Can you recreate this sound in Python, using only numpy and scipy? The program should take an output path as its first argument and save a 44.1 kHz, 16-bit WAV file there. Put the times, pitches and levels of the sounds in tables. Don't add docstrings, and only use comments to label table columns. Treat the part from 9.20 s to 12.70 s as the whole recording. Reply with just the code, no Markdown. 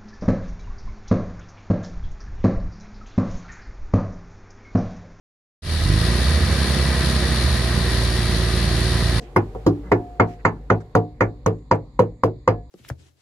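import sys
import numpy as np
from scipy import signal
from scipy.fft import rfft, irfft, next_fast_len
from scipy.io import wavfile
from scipy.ndimage import uniform_filter1d, minimum_filter1d

SR = 44100
rng = np.random.default_rng(int(sys.argv[2]) if len(sys.argv) > 2 else 0)


def waveform_to_disk(signal):
    frames = np.transpose(np.atleast_2d(signal))
    scaled = np.clip(frames, -1, 1) * 32767
    samples = np.round(scaled).astype(np.int16)
    wavfile.write(sys.argv[1], SR, samples)


def elevation(decibels):
    levels = np.asarray(decibels, float)
    return 10 ** (levels / 20)


N = 154350

BLOWS = [(0.1626, -4, -5.5, -36.5, -41.5), (0.3498, -24, -15.5, -55, -65.5),
         (0.465, -0.5, -11, -34.5, -44.5), (0.7176, -1, -11, -35.5, -48.5), (0.9985, 1, -9.5, -39.5, -60),
         (1.251, -3, -7, -32, -53), (1.5018, -2, -8.5, -36, -56), (1.7519, 0, -12.5, -37.5, -47.5),
         (2.0079, -5, -10, -31, -44), (2.2619, -3, -8.5, -36.5, -40), (2.5127, -3.5, -8, -33.5, -49),
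         (2.7925, -2, -8.5, -37, -44.5), (3.0356, -2.5, -11, -38, -42.5), (3.277, -2.5, -6.5, -33.5, -49)]
# frequency in Hz, level in dB, T60 in seconds.
PLANKS = [(297.4, -12, 0.37), (355.4, -6, 0.18), (372.8, -2.5, 0.11), (449, 2, 0.19), (483, -5.5, 0.22),
          (543, -12, 0.14), (587, -10.5, 0.11), (743.5, -3.5, 0.11)]
# frequency in Hz, side level in dB re mid.
WIDTH = [(60, -46.5), (150, -14.5), (400, -14.5), (1500, 0.5), (3000, 0.5), (8000, -2)]


def curve(table, hz):
    points = np.maximum(np.array(table, float), [1, -200])
    return np.interp(np.log(np.maximum(hz, 1)), np.log(points[:, 0]), points[:, 1])


def walk(rate_hz):
    k = int(SR / rate_hz)
    steps = np.repeat(rng.standard_normal(N // k + 1), k)
    return 1.6 * uniform_filter1d(uniform_filter1d(steps, k), k)[:N]


def patches(count, size):
    ripple = uniform_filter1d(uniform_filter1d(rng.standard_normal(count), size=size), size=size)
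    return ripple / ripple.std()


def wide(noise):
    z, hz = rfft(noise), np.fft.rfftfreq(noise.shape[-1], 1 / SR)
    mid = z[..., 0, :]
    side = z[..., 1, :] * elevation(curve(WIDTH, hz))
    return np.stack([mid + side, mid - side], -2), hz


def band(hz, centre_hz, octaves):
    offset = np.log2(np.maximum(hz, 1) / centre_hz) / octaves
    return np.cos(np.pi / 2 * np.clip(offset, -1, 1))


def add(out, start_s, x):
    i = max(int(start_s * SR), 0)
    out[:, i:i + x.shape[1]] += x[:, :N - i]


def ring(modes, rise_s, t, chance, lean, peak_s=None):
    hz, db, t60_s = np.array(modes, float).T[:, :, None]
    count = len(hz)
    hz = hz * (1 + 0.017 * chance[:count, :1])
    cycles = hz * t if peak_s is None else hz * (t - peak_s) + 1 / 4
    phase = 2 * np.pi * cycles
    tilt = np.arctan(elevation(curve(WIDTH, hz))) * lean[:count, None]
    env = elevation(db + 3.5 * chance[:count, 1:] - 60 * t / t60_s) * (1 - np.exp(-t / rise_s))
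    return np.array([(env * np.sin(phase + tilt)).sum(0), (env * np.sin(phase - tilt)).sum(0)])


def struck_modes(t, late, lean, knock_db, peak_s):
    # frequency in Hz, level in dB, T60 in seconds.
    hull_modes = [(108, -9, 0.062), (106, 2, 0.26), (164.2, -8, 0.31), (246.9, -12, 0.23)]
    pestle_modes = [(941.6, 1.5, 0.082), (1010, 4, 0.021), (1178, 10, 0.036), (1319, -6.5, 0.11),
                    (1416, 1.5, 0.043), (1755, -15, 0.14), (2110, -7, 0.068), (2790, -33.5, 0.13)]
    snap_modes = [(179, -8.5, 0.11), (501, -1, 0.066), (1019, -7.5, 0.017), (1620, -9, 0.0034),
                  (1928, -14, 0.02)]
    chance = rng.standard_normal((5, 14, 2))
    hull_rise_s = 0.0099
    hull = ring(hull_modes, hull_rise_s, late, 0.74 * chance[0], lean[0])
    hull *= 1 - np.exp(-late / hull_rise_s)
    plank_lean = lean[1] * (2.2 + 0.4 * chance[0, :, 0])
    planks = ring(PLANKS, 0.0022, late, chance[1], plank_lean)
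    pestle_lean = lean[2] + 0.13 * chance[0, :, 1]
    pestle_peak_s = peak_s + 0.00015 * chance[4, :len(pestle_modes), :1]
    pestle = ring(pestle_modes, 0.0015, late, chance[2], pestle_lean, pestle_peak_s)
    snap = ring(snap_modes, 0.00045, late, 0.5 * chance[3], 0.85 * lean[1], peak_s)
    x = elevation(-8.5) * hull - elevation(-14) * planks
    return x + elevation(-10.5 + knock_db) * pestle + elevation(1 + knock_db / 2) * snap


def rattle(t, late, same, knock_db):
    # frequency in Hz, level in dB.
    levels = [(41, -9), (70, 1.5), (113, -3.5), (220, -6), (366, -2), (638, -6.5), (930, -7), (1850, -26.5),
              (3500, -30), (4550, -63.5), (7700, -120)]
    # frequency in Hz, T60 in seconds.
    decay = [(60, 0.12), (160, 0.28), (420, 0.23), (1100, 0.15), (2000, 0.12), (3500, 0.12)]
    new_share, rise_cycles = 0.42, 1.87
    fresh = rng.standard_normal(same.shape)
    z, hz = wide(np.sqrt(1 - new_share) * same + np.sqrt(new_share) * fresh)
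    treble = np.clip(np.log2(np.maximum(hz, 1) / 500), 0, 1)
    z = z * elevation(curve(levels, hz) + 36 + treble * (knock_db + 10))
    z = z * elevation(3 * patches(count=len(hz), size=8) - 2)
    x = np.zeros(same.shape)
    for centre_hz in 80 * 2 ** np.arange(0, 5.6, 0.5):
        rise = 0.25 + 0.72 * (1 - np.exp(-late * centre_hz / rise_cycles)) ** 2
        env = elevation(-29 - 60 * t / curve(decay, centre_hz)) * rise
        x += env * irfft(z * band(hz, centre_hz, 0.52), len(t))
    return x


def glaze_click(late, hz, glaze_hz, click_db):
    burst = rng.standard_normal((2, len(late))) * (1 - np.exp(-late / 0.00059))
    burst *= elevation(click_db + 14.5 - 60 * late / 0.016)
    return irfft(rfft(burst) * band(hz, glaze_hz, 0.21), len(late))


def crushed_salt(t, late, lean, salt_db, fine_db):
    # frequency in Hz, level in dB.
    colour = [(1760, -1), (3000, -15), (4810, -6.5), (5310, -11), (6900, -8.5), (7950, -27.5), (11600, -21),
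              (15200, -25.5), (16200, -29.5)]
    # frequency in Hz, level in dB, T60 in seconds.
    ceramic_modes = [(5000, -15, 0.013), (6330, 7.5, 0.013), (7050, -1, 0.03), (8700, -8, 0.043),
                     (10000, -10, 0.024), (11400, -8.5, .04)]
    n = len(t)
    grains = elevation(3 * np.abs(uniform_filter1d(rng.standard_normal(n), size=40)) * 8)
    mid, side = rng.standard_normal((2, n))
    near = np.array([mid, 0.4 * side + np.roll(mid, shift=3) - np.roll(mid, shift=-3)])
    crumble = elevation(3.5 - 60 * t / 0.1)
    crack = elevation(10 - 60 * late / 0.015)
    z, hz = wide(near * grains * (crumble + crack) * (1 - np.exp(-t / 0.003)) ** 2)
    z = z * elevation(2 + curve(colour, hz) + 4 * patches(count=len(hz), size=60) + 0.5)
    z = z * np.clip(hz / 3000, 0, 1) ** 2
    chance = rng.standard_normal((14, 2))
    z += elevation(-10.5) * rfft(ring(ceramic_modes, 0.0007, late, 1.8 * chance, lean) * grains)
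    return irfft(z * elevation(np.where(hz > 7800, fine_db + 11, salt_db)), n)


def blows():
    # planks near 500 Hz in dB, planks near 360 Hz in dB,
    # hard edge near 2 kHz in dB, hull near 165 Hz in dB, wood near 1 kHz in dB.
    spots = [(-2, 7.5, 3.5, -2.5, -0.5), (4.5, 8, -5, -1, 4.5), (-6.5, 6.5, -11.5, 1, -6.5),
             (-5, 7, 8, -4.5, 1), (-7, -1, 7, -6, 2), (-6.5, 0, 9.5, -4, 2.5), (-2, 1, 4, 0.5, -0.5),
             (-1, -1, -1, -1.5, 0.5), (0.5, 3.5, 16, 2.5, 3.5), (2, 1, -3, 2.5, -4.5),
             (-0.5, -0.5, 5, -2.5, 0.5), (3, -2, -2.5, 1, -3.5), (2.5, 0, -3.5, -2, -2.5),
             (2.5, -2, 1.5, -1, -1.5)]
    # wood knock in Hz, its level in dB re thud,
    # glaze click in Hz, its level in dB re thud.
    contacts = [(1100, -3.5, 5600, -42.5), (910, -28, 4000, -46), (925, -30, 3000, -32.5),
                (1000, -9, 7800, -39), (1335, -4, 1200, -28.5), (1400, -1.5, 7000, -27.5),
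                (1300, -2, 3700, -32), (1350, -3, 7060, -35), (1200, -4.5, 2400, -29.5),
                (1050, -5.5, 6310, -20), (1000, 1, 5300, -27.5), (970, -1, 4700, -29),
                (1040, 0.5, 5750, -34), (1008, 2, 6560, -28)]
    out, n = np.zeros((2, N)), 16384
    t, hz = np.arange(n) / SR, np.fft.rfftfreq(n, 1 / SR)
    late = np.maximum(t - 0.0022, 0)
    lead_s, peak_s = 0.002, 0.000977
    lean = rng.choice([-1., 1.], size=(3, 14))
    lean[1, :6] = 1
    same = rng.standard_normal((2, n))
    wood_top = 0.25 + 0.75 / (1 + (hz / 2600) ** 10)
    fade = np.clip((t[-1] - t) / 0.1, 0, 1) * np.clip(t / 0.001, 0, 1)
    for blow, spot, contact in zip(BLOWS, spots, contacts):
        start_s, thud_db, knock_db, salt_db, fine_db = blow
        high_db, low_db, edge_db, hull_db, wood_db = spot
        wood_hz, hit_db, glaze_hz, click_db = contact
        body = struck_modes(t, late, lean, knock_db, peak_s) + rattle(t, late, same, knock_db)
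        spot_db = high_db * band(hz, 510, 0.37) + low_db * band(hz, 350, 0.43)
        spot_db += edge_db * band(hz, 2000, 0.65)
        spot_db += hull_db * band(hz, 165, 0.45) + wood_db * band(hz, 920, 1.0)
        knock = ring([(wood_hz, hit_db, 0.016)], 0.00027, late, np.zeros((1, 2)), np.array([0.3]), peak_s)
        x = irfft((rfft(body) * elevation(spot_db) + rfft(knock)) * wood_top, n)
        x += glaze_click(late, hz, glaze_hz, click_db)
        x += crushed_salt(t, late, lean[0], salt_db, fine_db)
        add(out, start_s - lead_s, elevation(thud_db) * x * fade)
    return out


def bowl():
    # start in seconds, level in dB, free time in seconds until damped, upper mode in dB.
    rings = [
        (0, -44.5, 0.031, 6),
        (.718, -29, 0.38, -2),
        (.997, -29, 0.11, -4.5),
        (1.251, -50.5, 0.17, 17),
        (1.501, -45, 0.15, -6),
        (1.751, -21.5, 0.04, -14),
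        (2.008, -40, 0.083, -7),
        (2.793, -57, .15, 2),
        (3.276, -34, 0.1, 7),
    ]
    # frequency in Hz, level in dB, T60 in seconds.
    bowl_modes = [(712, 0, 1.1), (1697, -26, .8), (498, -14, .6)]
    out, t = np.zeros((2, N)), np.arange(SR // 2) / SR
    lean = np.array([1., -1., 1.])
    for start_s, db, free_s, upper_db in rings:
        modes = np.array(bowl_modes, float)
        modes[1, 1] += upper_db
        damping = elevation(db - 160 * np.maximum(t - free_s, 0))
        add(out, start_s, damping * ring(modes, 0.0079, t, 0.29 * rng.standard_normal((3, 2)), lean))
    return out


def scrapes():
    # start in seconds, length in seconds, centre in Hz.
    slides = [(0, .075, 300), (.02, .1, 2200), (.64, .075, 1000), (.89, .025, 1000), (1.07, .11, 4800),
              (1.08, .1, 1800), (1.19, .04, 1600), (1.603, .025, 1300), (1.603, .025, 5500),
              (2.55, .012, 6000), (2.385, .016, 3800), (.37, .05, 900), (1.34, .09, 1000), (2.13, .05, 800),
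              (1.08, .1, 12000), (2.64, .09, 700)]
    slides_db = [-25, -50, -39.5, -54, -58, -47.5, -46.5, -40.5, -58, -54.5, -66, -48, -47, -48, -71, -46.5]
    out, n = np.zeros((2, N)), 8192
    t = np.arange(n) / SR
    for (start_s, length_s, centre_hz), db in zip(slides, slides_db):
        grit = rng.standard_normal((2, n)) * elevation(1.2 * rng.exponential(size=n // 64).repeat(64))
        z, hz = wide(grit * np.sin(np.pi * np.clip(t / length_s, 0, 1) ** 0.5))
        colour = band(hz, centre_hz, 1) + 0.029 * band(hz, 5500, 0.87)
        add(out, start_s, elevation(db) * irfft(z * colour, n))
    return out


def creak():
    # multiple of the fundamental, level in dB.
    overtones = [(1, 0), (3, -14), (5, -19), (7, -24), (9, -26), (11, -19)]
    out, n = np.zeros((2, N)), 8192
    start_s, length_s, pitch_hz = 0.632, 0.078, 184
    phase = 2 * np.pi * np.cumsum(pitch_hz * (1 + 0.012 * walk(320)[:n])) / SR
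    tone = sum(elevation(db + 4 * walk(120)[:n]) * np.sin(k * phase) for k, db in overtones)
    swell = np.sqrt(np.sin(np.pi * np.clip(np.arange(n) / SR / length_s, 0, 0.999)))
    add(out, start_s, elevation(-39) * tone * swell * np.ones((2, 1)))
    return out


def river():
    # frequency in Hz, level in dB.
    air_colour = [(25, -8.5), (50, -5), (130, 2.5), (500, -19.5), (1100, -30), (2500, -39.5), (7000, -38),
                  (8000, -56), (16000, -71)]
    # time in seconds, deck grumble in dB.
    shifting = [
        (0.0, -47),
        (0.27, -46),
        (3.5, -68.5),
    ]
    # time in seconds, engine level in dB.
    engine_course = [
        (0, -43.5),
        (.55, -36),
        (.9, -40.5),
        (1.3, -41.5),
        (2.001, -43),
        (2.6, -45.5),
        (3.5, -43.5),
    ]
    t = np.arange(N) / SR
    z, hz = wide(rng.standard_normal((2, 2, N)))
    air_z = z[0] * elevation(curve(air_colour, hz))
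    air = np.zeros((2, N))
    for centre_hz in 32 * 2. ** np.arange(10):
        air += elevation(1.5 * walk(17)) * irfft(air_z * band(hz, centre_hz, 0.38), N)
    resonance = sum(elevation(db) / (1 + 2j * (hz - mode_hz) / 30) for mode_hz, db, _ in PLANKS)
    deck = irfft(z[1] * resonance, N)
    deck *= elevation(np.interp(t, *np.array(shifting).T) + walk(4.7)) / deck.std()
    engine = irfft(z[0, 0] / (1 + ((hz - 50.5) / 8) ** 4), N)
    engine *= elevation(np.interp(t, *np.array(engine_course).T)) / engine.std()
    return elevation(-49) * air / air.std() + deck + engine


def background_lift():
    since_s = np.arange(N) / SR - np.array(BLOWS)[:, :1]
    recovery = np.where(since_s > 0, np.exp(-np.abs(since_s) / 0.067), 0)
    return elevation(2.5 * recovery.max(0))


def scene():
    return blows() + bowl() + scrapes() + creak() + river() * background_lift()


def low_pass(x):
    return signal.sosfilt(signal.butter(12, 16360, fs=SR, output="sos"), x)


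def record(dry):
    # frequency in Hz, left minus right in dB.
    ports = [(60, 0.5), (700, -0.5), (1400, -1.5), (2400, -3), (5000, -3), (12000, 0)]
    top_hz, ceiling = 15900, 0.99
    n = next_fast_len(N + SR // 10)
    hz = np.fft.rfftfreq(n, 1 / SR)
    tilt_db = curve(ports, hz) / 2
    response = elevation(np.array([tilt_db, -tilt_db])) / (1 + (hz / top_hz) ** 40)
    padded = np.pad(dry, ((0, 0), (0, n - N)), mode="linear_ramp")
    x = irfft(rfft(padded) * response, n)[:, :N]
    gain = minimum_filter1d(ceiling / np.maximum(np.abs(x).max(0), ceiling), size=41)
    return low_pass(np.clip(x * uniform_filter1d(gain, size=41), -1, 1))


dry = scene()
out = record(dry)
waveform_to_disk(out)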